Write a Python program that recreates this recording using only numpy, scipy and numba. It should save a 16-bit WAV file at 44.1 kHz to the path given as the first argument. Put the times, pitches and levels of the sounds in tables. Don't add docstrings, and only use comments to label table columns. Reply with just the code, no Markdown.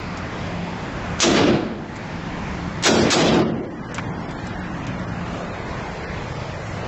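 import sys
import numpy as np
from scipy import signal
from scipy.fft import rfft, irfft, next_fast_len
from scipy.io import wavfile
from scipy.ndimage import uniform_filter1d
from numba import njit

SR = 44100
rng = np.random.default_rng(int(sys.argv[2]) if len(sys.argv) > 2 else 0)


def undo_db(level):
    steps = np.asarray(level, float) / 20
    return 10 ** steps


def to_wav(s):
    ch = np.atleast_2d(s).T
    pcm = np.round(np.clip(ch, -1, 1) * 32767)
    wavfile.write(sys.argv[1], SR, pcm.astype(np.int16))


N = 302967
T = np.arange(N) / SR
BANDS_HZ = 22 * 2 ** (np.arange(35) / 4)

# start in seconds, blast level in dB, brightness in dB,
# delay of the wall slap in seconds, treble ring as a ratio to the hall's usual.
SHOTS = [
    (1.203, -12, 2.17, 0.03, 0.83),
    (2.836, -3.5, -0.2, .036, 1.18),
    (3.103, 2.5, 0.5, 0.032, 0.86),
]
# start in seconds, peak level in dB, ring pitch in Hz, T60 in seconds.
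TICKS = [(.172, -30.5, 5800, 0.083), (1.192, -26, 5300, 0.078), (1.957, -37, 6400, .07),
         (1.963, -34.5, 6700, .07), (2.825, -22, 4920, .11), (3.9441, -28.5, 4400, 0.13),
         (3.982, -31, 4970, 0.07), (4.309, -30, 3480, 0.04), (4.469, -30.5, 6500, 0.046),
         (4.592, -40, 5209, .05), (4.867, -30.5, 5800, 0.049), (4.882, -39, 3600, .05),
         (4.993, -37, 5027, .05), (5.090, -41, 5030, .05)]
# start in seconds, peak level in dB, ring pitch in Hz,
# bandwidth in Hz, T60 in seconds.
KNOCKS = [
    (1.2021, -8, 2000, 4500, .07),
    (3.9442, -22.5, 7260, 884, 0.037),
    (3.982, -16.5, 1750, 1900, 0.081),
    (3.987, -18, 1300, 1300, .06),
]
# start in seconds, step in dB, recovery in seconds.
LET_GO = [
    (1.548, -2, 0.38),
    (3.423, -5.5, 0.4),
]


def on_log(hz, table):
    f, v = np.transpose(table)
    return np.interp(np.log(hz), np.log(f), v)


def band(hz, width, n=N):
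    size = next_fast_len(n)
    f = np.arange(size // 2 + 1) * SR / size
    bell = np.exp(-((f - hz) / width) ** 2 * 2)
    x = irfft(rfft(rng.standard_normal(size)) * bell, size)[:n]
    return x / np.std(x)


def walk(rate):
    hold = int(SR / rate)
    x = np.repeat(rng.standard_normal(N // hold + 1), hold)
    x = uniform_filter1d(uniform_filter1d(x, hold), hold)[:N]
    return x / np.std(x)


def fans():
    # frequency in Hz, density in dB per Hz.
    roar = [(20, -14), (60, -8.5), (110, -3.5), (180, -5.5), (300, -9), (410, -16), (600, -14.5),
            (950, -15), (1150, -18.5), (2100, -18), (2600, -25), (3400, -29.5), (4500, -32.5),
            (7000, -38.5), (8200, -51.5)]
    # pitch in Hz, bandwidth in Hz, level in dB against the roar.
    drone_hz, drone_width_hz, drone_db = (176.4, 8.5, -8)
    # time in seconds, share of the change.
    step_back = [(0, 0.25), (3.5, -0.087), (4.4, -0.23), (5.2, -0.16), (5.6, 1.42), (6.87, 0.99)]
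    # frequency in Hz, change in dB.
    back_colour = [(60, 0.5), (175, -0.5), (260, -5), (420, 3.5), (700, 0.5), (2000, -0.5), (5000, 1)]

    duck = sum(np.exp(-((T - s - 0.21) / 0.21) ** 2) for s, *_ in LET_GO)
    level_db = -28 - 4.5 * duck
    treble_db = -1 + 0.15 * walk(0.89) - 2 * duck
    bands_db = on_log(BANDS_HZ, roar) + 10 * np.log10(BANDS_HZ)
    bands_db -= 10 * np.log10(np.sum(undo_db(2 * bands_db)))
    back = np.interp(T, *np.transpose(step_back))
    swell = walk(4.6)
    out = undo_db(drone_db - 7.2 * back + 2.3 * walk(5.3)) * band(drone_hz, drone_width_hz)
    for hz, band_db in zip(BANDS_HZ, bands_db):
        db = band_db + back * on_log(hz, back_colour)
        db = db + 0.5 * swell + 1.55 * walk(8.3) + treble_db * min(hz / 3000, 1)
        out += undo_db(db) * band(hz, 0.24 * hz)
    return undo_db(level_db) * out


def ticks():
    out, t = np.zeros(N + SR), np.arange(SR // 4) / SR
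    attack = np.minimum(t / 0.00028, 1)
    wide_ticks = [(s, db, hz, 6500, t60) for s, db, hz, t60 in TICKS]
    for s, db, hz, width_hz, t60 in wide_ticks + KNOCKS:
        ring = undo_db(db - 5.5 - 60 * t / t60)
        impact = undo_db(db - 10 - 60 * t / 0.0086)
        i = int(s * SR)
        out[i:i + len(t)] += (ring + impact) * attack * band(hz, width_hz, len(t))
    return out[:N]


def echo_envelope(hz):
    # frequency in Hz, T60 in seconds.
    hall_t60 = [(50, 0.73), (150, 1.2), (350, 1.006), (800, 0.91), (2000, 0.83), (4500, 0.7), (8000, 0.4)]
    # delay in seconds, added share, spread in seconds.
    backstop = [
        (.115, .2, 0.0094),
        (.172, 0.61, .022),
        (.245, .35, .02),
        (.29, 0.16, 0.011),
    ]
    # time in seconds, change in dB, centre in Hz, spread in seconds.
    surges = [(1.26, -2.5, 7000, .04), (1.49, -1.5, 3000, 0.043), (2.87, 1, 1000, 0.034),
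              (2.95, 2.5, 900, .03), (3.12, 1, 300, .02), (3.48, 0.5, 2500, 0.047), (1.29, 1.5, 380, 0.032),
              (1.365, 2.5, 2500, 0.027), (1.47, -1, 800, .015), (1.51, 5, 169, 0.038),
              (2.915, 3, 350, 0.024), (2.921, 3, 4000, .03), (2.99, -3, 1970, 0.044), (3.07, 3, 250, .035),
              (3.08, -6.5, 6500, 0.028), (3.13, 2.5, 2000, .015), (3.29, 2, 4000, 0.018),
              (3.35, 5.5, 5000, 0.022), (3.385, 7.5, 800, 0.041)]

    coarse = T[::8]
    power = np.zeros(len(coarse))
    bass = 1 / (1 + (hz / 900) ** 2)
    build_s = 0.00057 + bass * 0.027 * (300 / hz) ** 0.23
    for s, db, bright_db, slap_s, ring in SHOTS:
        t = np.clip(coarse - s, 0, None)
        rise = 0.22 * (1 - 0.58 * bass)
        rise = rise + 0.45 * (1 - np.exp(-t / build_s)) ** (1 + 2 * bass)
        slap = 1 + 2.2 * (1 - bass) * np.exp(-((t - slap_s) / 0.015) ** 2)
        for late_s, share, spread_s in backstop:
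            slap += share * (1 - bass) * np.exp(-((t - late_s) / spread_s) ** 2)
        t60 = on_log(hz, hall_t60) * ring ** min(hz / 5000, 1)
        decay = undo_db(db + (8 - bass) * bright_db - 60 * t / t60)
        power += (decay * rise * slap * (t > 0)) ** 2
    surge_db = 0
    for s, db, at_hz, spread_s in surges:
        surge_db = surge_db + db * np.exp(-((coarse - s) / spread_s) ** 2 - np.log2(hz / at_hz) ** 2)
    return np.interp(T, coarse, np.sqrt(power) * undo_db(surge_db))


def shots():
    # frequency in Hz, density in dB per Hz.
    hall = [(24, -55.5), (40, -6), (150, -1), (265, 0), (347, 4.5), (415, -1.5), (677, -4.5), (900, -11.5),
            (1800, -14.5), (1970, -16), (2160, -14.5), (6860, -15.5), (8200, -23.5), (10700, -63),
            (18000, -120)]
    # pitch in Hz, bandwidth in Hz, level in dB.
    hall_modes = [(178, 46, -14.5), (221.5, 15, -5.5), (292, 53, -15), (332, 47, -5.5), (668, 30, -20)]

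    out = np.zeros(N)
    chop = walk(27.96)
    for hz in BANDS_HZ[2:]:
        db = on_log(hz, hall) + 10 * np.log10(hz / 300) - 7
        db = db + 1.35 * walk(18) + 1.2 * chop * min(hz / 2000, 1)
        out += undo_db(db) * echo_envelope(hz) * band(hz, 0.18 * hz)
    for hz, width_hz, db in hall_modes:
        out += undo_db(db) * echo_envelope(hz) * band(hz, width_hz)
    return out


def scene():
    return (shots() + ticks() + fans())[None]


@njit
def follow(x, attack, release):
    y, e = np.empty(len(x)), 1e-4
    for i in range(len(x)):
        e += (abs(x[i]) - e) * (attack if abs(x[i]) > e else release)
        y[i] = e
    return y


def limiter(x, top=0.32, ahead=44):
    early = np.r_[x[ahead:], np.zeros(ahead)]
    level = follow(early, 1 / (0.0013 * SR), 1 / (0.024 * SR))
    gain = np.minimum(top / level, 1) ** 1.071
    for s, *_ in SHOTS:
        after = T > s
        gain *= 1 - 0.67 * after * np.exp(-((T - s) / 0.031) ** 2)
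        gain *= undo_db(3.5 * after * np.exp(-((T - s - 0.035) / 0.039) ** 2))
    for s, db, recovery_s in LET_GO:
        t = np.clip(T - s, 0, None)
        gain *= undo_db(db * np.minimum(t / 0.019, 1) * np.exp(-t / recovery_s))
    return x * gain


def treble_loss(t):
    # time in seconds, added share, spread in seconds.
    lean_spells = [(2.99, .15, .05), (3.47, -.25, .06), (4.1, .4, .08), (4.26, .45, .04), (4.36, .5, .05),
                   (4.58, .35, .06), (4.75, .4, .06), (4.96, .5, .035), (5.08, .55, .06), (5.58, .4, .07),
                   (6.08, .4, .04), (6.65, .2, .05)]

    since = t - LET_GO[-1][0]
    spent = 0.25 + 0.5 / (1 + (since / 0.62) ** 4)
    lean = sum(share * np.exp(-((t - s) / spread_s) ** 2) for s, share, spread_s in lean_spells)
    volley = 0.23 * (t > SHOTS[1][0])
    return 0.14 + lean + np.where(since > 0, spent, volley)


def treble_holes(x, from_hz=1000, full_hz=3000, frame_db=3.0, cell_db=5.5):
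    # start in seconds, end in seconds, change in dB, above Hz.
    hushes = [
        (3.426, 3.456, -20, 6000),
        (3.927, 3.944, -13, 2800),
        (4.857, 4.867, -22, 3500),
    ]

    size, group = 2048, 9
    f, t, z = signal.stft(np.r_[x, x[:size]], SR, "cosine", size)
    hz = f[:, None]
    usual = np.sqrt(np.abs(uniform_filter1d(np.abs(z) ** 2, size=45, axis=0)))
    cells = rng.standard_normal((len(f) // group + 1, len(t)))
    cells = (cells + 0.69 * np.roll(cells, 1, axis=1)) / 1.17
    jump_db = frame_db * (2 * rng.random(len(t)) - 1)
    jump_db = jump_db + cell_db * np.repeat(cells, group, axis=0)[:len(f)]
    reach = np.clip(np.log(hz / from_hz + 1e-9) / np.log(full_hz / from_hz), 0, 1)
    reach = reach * np.where(hz > 6900, 0.55, 1)
    threshold = 1.47 * reach * treble_loss(t) * undo_db(jump_db) * usual
    onsets = [shot[0] for shot in SHOTS] + [tick[0] for tick in TICKS + KNOCKS if tick[1] > -30]
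    for onset in onsets:
        threshold *= np.abs(t - onset) > 0.02
    keep = np.clip((np.abs(z) / (threshold + 1e-12) - 1) * 4, 0.015, 1)
    edge_hz = np.where(rng.random(len(t)) < 0.2, 8150, 7750)
    loud = np.sum(np.abs(z) ** 2, axis=0) > undo_db(-46)
    keep *= (hz < edge_hz) | loud
    x = signal.istft(z * keep, SR, "cosine", size)[1][:N]
    for start, end, db, above_hz in hushes:
        treble = signal.sosfiltfilt(signal.butter(4, above_hz, "high", fs=SR, output="sos"), x)
        cut = (1 - undo_db(db)) * ((T > start) & (T < end))
        x = x - uniform_filter1d(cut, size=44) * treble
    return x


def crackle(x):
    # time in seconds, level in dB.
    peaks = [(.0004, -46.5), (1.229, -63.5), (1.243, -48), (1.321, -42), (1.329, -43.5), (1.49, -52.5),
             (2.8635, -30.5), (2.868, -35), (2.8735, -39.5), (2.877, -38), (2.882, -47), (2.893, -41),
             (2.909, -39.5), (2.913, -47), (2.925, -44.5), (2.9657, -39), (3.048, -61.5), (3.073, -58.5),
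             (3.0993, -50.5), (3.119, -37), (3.127, -34.5), (3.142, -40), (3.1625, -51), (3.262, -43.5),
             (3.3908, -39.5)]

    s, db = np.transpose(peaks)
    at = (s * SR).astype(int)
    ragged = np.c_[np.ones(len(at)), 0.35 * rng.standard_normal((len(at), 15))]
    depth = np.sign(x[at]) * undo_db(db + 12)
    x[at[:, None] + np.arange(16)] -= depth[:, None] * ragged
    return np.clip(x, -0.56, 0.56)


def low_pass(x):
    return signal.sosfilt(signal.butter(12, 15800, fs=SR, output="sos"), x)


def record(dry):
    x = np.clip(limiter(dry[0]), -0.52, 0.52)
    x = treble_holes(x)
    x = signal.sosfilt(signal.cheby1(12, 0.5, 7880, fs=SR, output="sos"), x)
    x = crackle(x)
    return low_pass(x[None])


dry = scene()
out = record(dry)
to_wav(out)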